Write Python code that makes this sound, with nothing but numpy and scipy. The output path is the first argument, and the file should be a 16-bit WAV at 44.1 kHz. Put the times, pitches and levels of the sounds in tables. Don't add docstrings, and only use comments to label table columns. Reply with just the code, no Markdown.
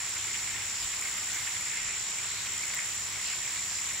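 import sys
import numpy as np
from scipy import signal
from scipy.io import wavfile

SR = 44100
rng = np.random.default_rng(int(sys.argv[2]) if len(sys.argv) > 2 else 0)


def master(y):
    cut = np.clip(np.atleast_2d(y).T, -1, 1)
    pcm = np.round(cut * 32767)
    wavfile.write(sys.argv[1], SR, pcm.astype(np.int16))


N = 176400
T = np.arange(N) / SR

# f/Hz, relative level/dB
SOIL_TONE = [(300, -10), (520, -16), (720, -8), (1000, -3), (1400, -3), (2100, -0.5), (3300, -0.7),
             (4800, -3), (6500, -0.5), (8500, -4.5), (10000, -11), (12000, -17), (15500, -14.5)]
# t/s, level change/dB
FINE_SPATTER = [(0, -0.8), (1.4, 2.5), (1.9, -3.5), (2.4, -1), (2.8, 0), (4, -0.26)]
# f/Hz, likeness (0 to 1)
EAR_LIKENESS = [(60, 0.77), (250, 0.64), (600, 0.41), (2000, 0.46), (4200, 0.45), (6000, 0.06), (12000, 0)]
# t/s, relative level/dB
LEAF_PATTER = [(0, -44), (.13, -49), (.35, -45.5), (.44, -43.5), (.57, -42), (.8, -49), (1.07, -43),
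               (1.24, -46.5), (1.35, -43.5), (1.5, -43.5), (1.67, -44), (1.76, -44), (1.92, -43.5),
               (2.02, -50.5), (2.3, -44.5), (2.48, -44.5), (2.8, -44), (2.9, -46), (3.04, -50), (3.16, -45),
               (3.32, -44.5), (3.39, -48.5), (3.45, -43.5), (3.6, -44.5), (3.68, -51), (3.8, -47.5),
               (4, -44)]
# f/Hz, relative level/dB, time to fade by 60 dB/s
LEAF_NOTES = [(1880, -11, 0.018), (1890, -8.5, 0.022), (2146, -2, 0.017), (2386, -8.5, 0.041),
              (2570, -12.5, 0.0068)]
# t/s, level/dB, leaf pitch f/Hz
LEAF_SLAPS = [(.168, -36, 2120), (.248, -35.5, 2270), (.939, -36, 2170), (1.025, -35, 2220),
              (1.055, -34, 2150), (1.086, -35.5, 2000), (1.344, -38, 2110), (2.187, -35, 2270),
              (2.636, -35, 2330), (2.704, -35, 2130), (2.738, -33.5, 2080), (2.791, -34.5, 2260),
              (3.158, -37, 2200), (3.336, -37, 2400), (3.562, -37, 2070), (3.789, -37, 2320)]
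# middle t/s, half length/s, level/dB, centre f/Hz, width/Hz
SPRAY_GUSHES = [(.350, 0.02, -35.5, 2530, 1100), (.57, 0.14, -45.5, 2550, 700), (.80, 0.11, -45, 5000, 700),
                (.845, 0.036, -43, 3200, 1200), (1.181, 0.0083, -37, 2700, 1700),
                (1.35, .08, -45, 6230, 700), (1.36, 0.14, -43.5, 1900, 800), (1.475, 0.015, -35, 2150, 800),
                (1.77, 0.11, -40.5, 2200, 1000), (1.90, 0.11, -42.5, 2420, 450),
                (2.36, .15, -44, 4030, 800), (2.80, .07, -39, 2050, 550), (3.29, 0.13, -42, 4700, 1400),
                (3.29, 0.1, -41.5, 2650, 750), (3.57, .04, -44, 3920, 800), (3.74, .12, -42, 5570, 1600)]
# t/s, level/dB, f/Hz, left minus right/dB
CLOSE_DROPS = [(0.0946, -19, 8540, 0), (.448, -34, 6200, 0), (1.0133, -20, 8600, -7),
               (1.1795, -28, 12000, -1), (1.607, -25, 10000, -1), (2.107, -21, 8000, 4),
               (2.7367, -20, 4800, -2), (2.7463, -22, 14000, 2), (2.8603, -24, 9800, 2),
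               (3.089, -27, 9500, 0), (3.522, -26, 9000, 0), (3.936, -26, 8600, 0)]
# start t/s, end t/s
NEAR_SONG = [(-.1, 0.516), (.64, 2.33), (2.48, 3.08), (3.2, 4.1)]
FAR_SONG = [(-.1, 4.1)]
# centre f/Hz, width/Hz, level/dB
INSECT_BANDS = [(5578, 520, -48.5), (6810, 330, -46), (7000, 66, -50.5), (7380, 620, -41.5)]
# f/Hz, relative level/dB
RUMBLE_TONE = [(25, -26), (45, -4), (85, 2), (180, -0.5), (290, -10.5), (380, -6), (520, -14.5),
               (1000, -35)]
# t/s, level/dB
HUM_LEVEL = [(0, -60), (.6, -57.5), (1.05, -66.5), (1.7, -58), (1.9, -73), (2.3, -60), (2.6, -58.5),
             (2.8, -70), (3.05, -56.5), (3.65, -66.5), (3.85, -59.5)]
# t/s, level/dB
LOW_BUMPS = [(.84, -49), (1.84, -58)]


def soil(level_db=-38, splashes_per_s=900, mist_share=0.44, patchy_db=1.06, fine_above_hz=8000):
    out, edges = 0, np.geomspace(300, 17000, 19)
    mist = [three_noises(), three_noises()]
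    for k, (low, high) in enumerate(zip(edges, edges[1:])):
        hz = np.sqrt(low * high)
        splashes = unit_level(impacts(splashes_per_s, spread_db=3))
        spray = np.sqrt(1 - mist_share) * splashes + np.sqrt(mist_share) * mist[k % 2]
        band_db = at_hz(SOIL_TONE, hz) + patchy_db * drift(14)
        band_db += in_time(FINE_SPATTER) * (hz > fine_above_hz)
        out += from_db(band_db) * band(stereo(spray, at_hz(EAR_LIKENESS, hz)), low, high)
    return from_db(level_db) * unit_level(out)


def leaves(gain_db=-0.94, drops_per_s=500, pitch_bend=0.012):
    rings = 0
    for hz, db, fade_s in LEAF_NOTES:
        hits = stereo(impacts(drops_per_s, spread_db=4), likeness=0.71)
        rings += from_db(db) * unit_level(ring(hits, hz, fade_s))
    bent_time = T + np.cumsum(pitch_bend * drift(12.01)) / SR
    rings = np.array([np.interp(bent_time, T, side, period=N / SR) for side in rings])
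    clumps_db = drift(50)
    return from_db(gain_db + in_time(LEAF_PATTER) + clumps_db) * unit_level(rings)


def slaps(burst_s=0.00416, leaf_db=-9):
    t = np.arange(2000) / SR
    leaf_hz, _, leaf_fade_s = max(LEAF_NOTES, key=lambda note: note[1])
    out = np.zeros((2, N))
    for s, db, hz in LEAF_SLAPS:
        burst = stereo(rng.standard_normal((3, len(t))), likeness=0.71) * np.exp(-t / burst_s)
        own_note = unit_level(ring(burst, hz, fade_s=0.012))
        leaf_note = from_db(leaf_db) * unit_level(ring(burst, leaf_hz, leaf_fade_s))
        slap = band(own_note + leaf_note, hz / 2, hz * 2)
        strength = np.sqrt(np.sum(slap ** 2) / (2 * burst_s * SR))
        start = int((s - burst_s / 2) * SR)
        out[:, start:start + len(t)] += from_db(db) * slap / strength
    return out


def gushes():
    out = np.zeros((2, N))
    hits = [stereo(impacts(per_s=1300, spread_db=3.5), likeness=0.46) for _ in range(2)]
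    for k, (s, half_s, db, hz, width_hz) in enumerate(SPRAY_GUSHES):
        now = np.abs(T - s) < half_s
        swell = np.cos(np.pi / 2 * (T[now] - s) / half_s) ** 2
        droplets = band(hits[k % 2][:, now], max(hz - width_hz / 2, hz / 2), hz + width_hz / 2)
        out[:, now] += from_db(db) * swell * unit_level(droplets)
    return out


def drops(ticks_per_s=50, tick_db=-56.5):
    ticks, pitches = 0, np.geomspace(3000, 11000, 8)
    for hz in pitches:
        hits = stereo(impacts(ticks_per_s / len(pitches), spread_db=2), likeness=0.71)
        ticks += ring(hits, hz, fade_s=0.00055)
    out = from_db(tick_db) * unit_level(ticks)
    for s, db, hz, pan_db in CLOSE_DROPS:
        click = signal.unit_impulse(N, int(s * SR))
        out += panned(from_db(db) * ring(click, hz, fade_s=0.0015), pan_db)
    return out


def cricket(trills, level_db, pitch_hz, sag_hz, strokes_hz, sound_share, wander_hz, rough,
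            right_lag_s, echo_db, fade_s=0.027):
    strokes_done = np.cumsum(strokes_hz * (1 + 0.012 * drift(8))) / SR
    stroke = np.clip(strokes_done % 1 / sound_share, 0, 1)
    singing = sum(np.clip(np.minimum(T - start, end - T) / fade_s + 0.5, 0, 1) for start, end in trills)
    swell = np.sin(np.pi * stroke) * singing * (1 + rough * drift(270))
    phase = phase_of(pitch_hz - sag_hz * (2 * stroke - 1) ** 3 + wander_hz * drift(123.2))
    lag = np.array([[0], [2 * np.pi * pitch_hz * right_lag_s]])
    direct = unit_level(swell * np.sin(phase - lag))
    delays = (rng.uniform(0.002, 0.06, (2, 10)) * SR).astype(int)
    echoes = np.array([sum(np.roll(direct[0], delay) for delay in side) for side in delays])
    return from_db(level_db) * (direct + from_db(echo_db) * unit_level(echoes))


def insect_chorus(throb_hz=67.3, throb_depth=0.13):
    out = 0
    for hz, width_hz, db in INSECT_BANDS:
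        throb = 1 + throb_depth * np.sin(phase_of(throb_hz + 8 * drift(4.3)))
        noise = stereo(three_noises(), likeness=0.39)
        voices = band(noise, hz - width_hz / 2, hz + width_hz / 2, order=4)
        out += from_db(db) * unit_level(voices * throb)
    return out


def rumble(level_db=-57):
    air, edges = 0, np.geomspace(30, 1100, 16)
    for low, high in zip(edges, edges[1:]):
        noise = stereo(three_noises(), at_hz(EAR_LIKENESS, low))
        air += from_db(at_hz(RUMBLE_TONE, np.sqrt(low * high))) * band(noise, low, high)
    return from_db(level_db) * unit_level(air)


def motor(pitch_hz=99.6, waver_db=1.5, low_note_db=-68):
    phase = phase_of(pitch_hz + 0.56 * drift(2.3))
    hum = from_db(in_time(HUM_LEVEL) + waver_db * drift(9.9)) * np.sin(phase)
    return np.sqrt(2) * (hum + from_db(low_note_db) * np.sin(phase / 2))


def bumps(swell_s=0.043):
    swells = sum(from_db(db) * np.exp(-((T - s) / swell_s) ** 2) for s, db in LOW_BUMPS)
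    return swells * unit_level(band(rng.standard_normal(N), 16, 85))


def from_db(db):
    return 10 ** (np.asarray(db) / 20)


def unit_level(x):
    return x / np.sqrt(np.mean(x ** 2) + 1e-20)


def in_time(rows):
    return np.interp(T, *np.transpose(rows))


def at_hz(rows, hz):
    f, value = np.transpose(rows)
    return np.interp(np.log(hz), np.log(f), value)


def phase_of(hz):
    return 2 * np.pi * np.cumsum(hz) / SR


def band(x, low, high, order=2):
    return signal.sosfilt(signal.butter(order, [low, high], "band", fs=SR, output="sos"), x + 1e-18)


def drift(rate_hz):
    step, warm_up = 40, 2000
    r = np.exp(-2 * np.pi * rate_hz * step / SR)
    noise = rng.standard_normal(N // step + warm_up + 2)
    slow = signal.lfilter([1], [1, -2 * r, r * r], noise)[warm_up:]
    return np.interp(np.arange(N) / step, np.arange(len(slow)), unit_level(slow))


def ring(clicks, hz, fade_s):
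    r, w = np.exp(-np.log(1000) / (fade_s * SR)), 2 * np.pi * hz / SR
    return signal.lfilter([0, np.sin(w)], [1, -2 * r * np.cos(w), r * r], clicks + 1e-18)


def three_noises():
    return rng.standard_normal((3, N))


def impacts(per_s, spread_db):
    hit = rng.random((3, N)) < per_s / SR
    size = np.minimum(rng.standard_exponential((3, N)), 4.5)
    sign = np.sign(rng.random((3, N)) - 0.5)
    return hit * sign * from_db(spread_db * size)


def stereo(parts, likeness):
    return np.sqrt(likeness) * parts[0] + np.sqrt(1 - likeness) * parts[1:]


def panned(x, pan_db):
    return x * from_db([[pan_db / 2], [-pan_db / 2]])


def scene():
    water = panned(soil() + leaves() + slaps() + gushes(), pan_db=-1)
    near = cricket(NEAR_SONG, level_db=-39.5, pitch_hz=7207, sag_hz=478.6, strokes_hz=68,
                   sound_share=0.65, wander_hz=31.75, rough=0.099, right_lag_s=27.6e-6, echo_db=-16)
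    far = cricket(FAR_SONG, level_db=-45, pitch_hz=7670, sag_hz=248.4, strokes_hz=69.35,
                  sound_share=0.75, wander_hz=70.45, rough=0.064, right_lag_s=15e-6, echo_db=-3.5)
    return water + drops() + near + far + insect_chorus() + rumble() + motor() + bumps()


def record(dry, cutoff_hz=15700):
    return signal.sosfilt(signal.ellip(12, 0.1, 90, cutoff_hz, fs=SR, output="sos"), dry)


dry = scene()
out = record(dry)
master(out)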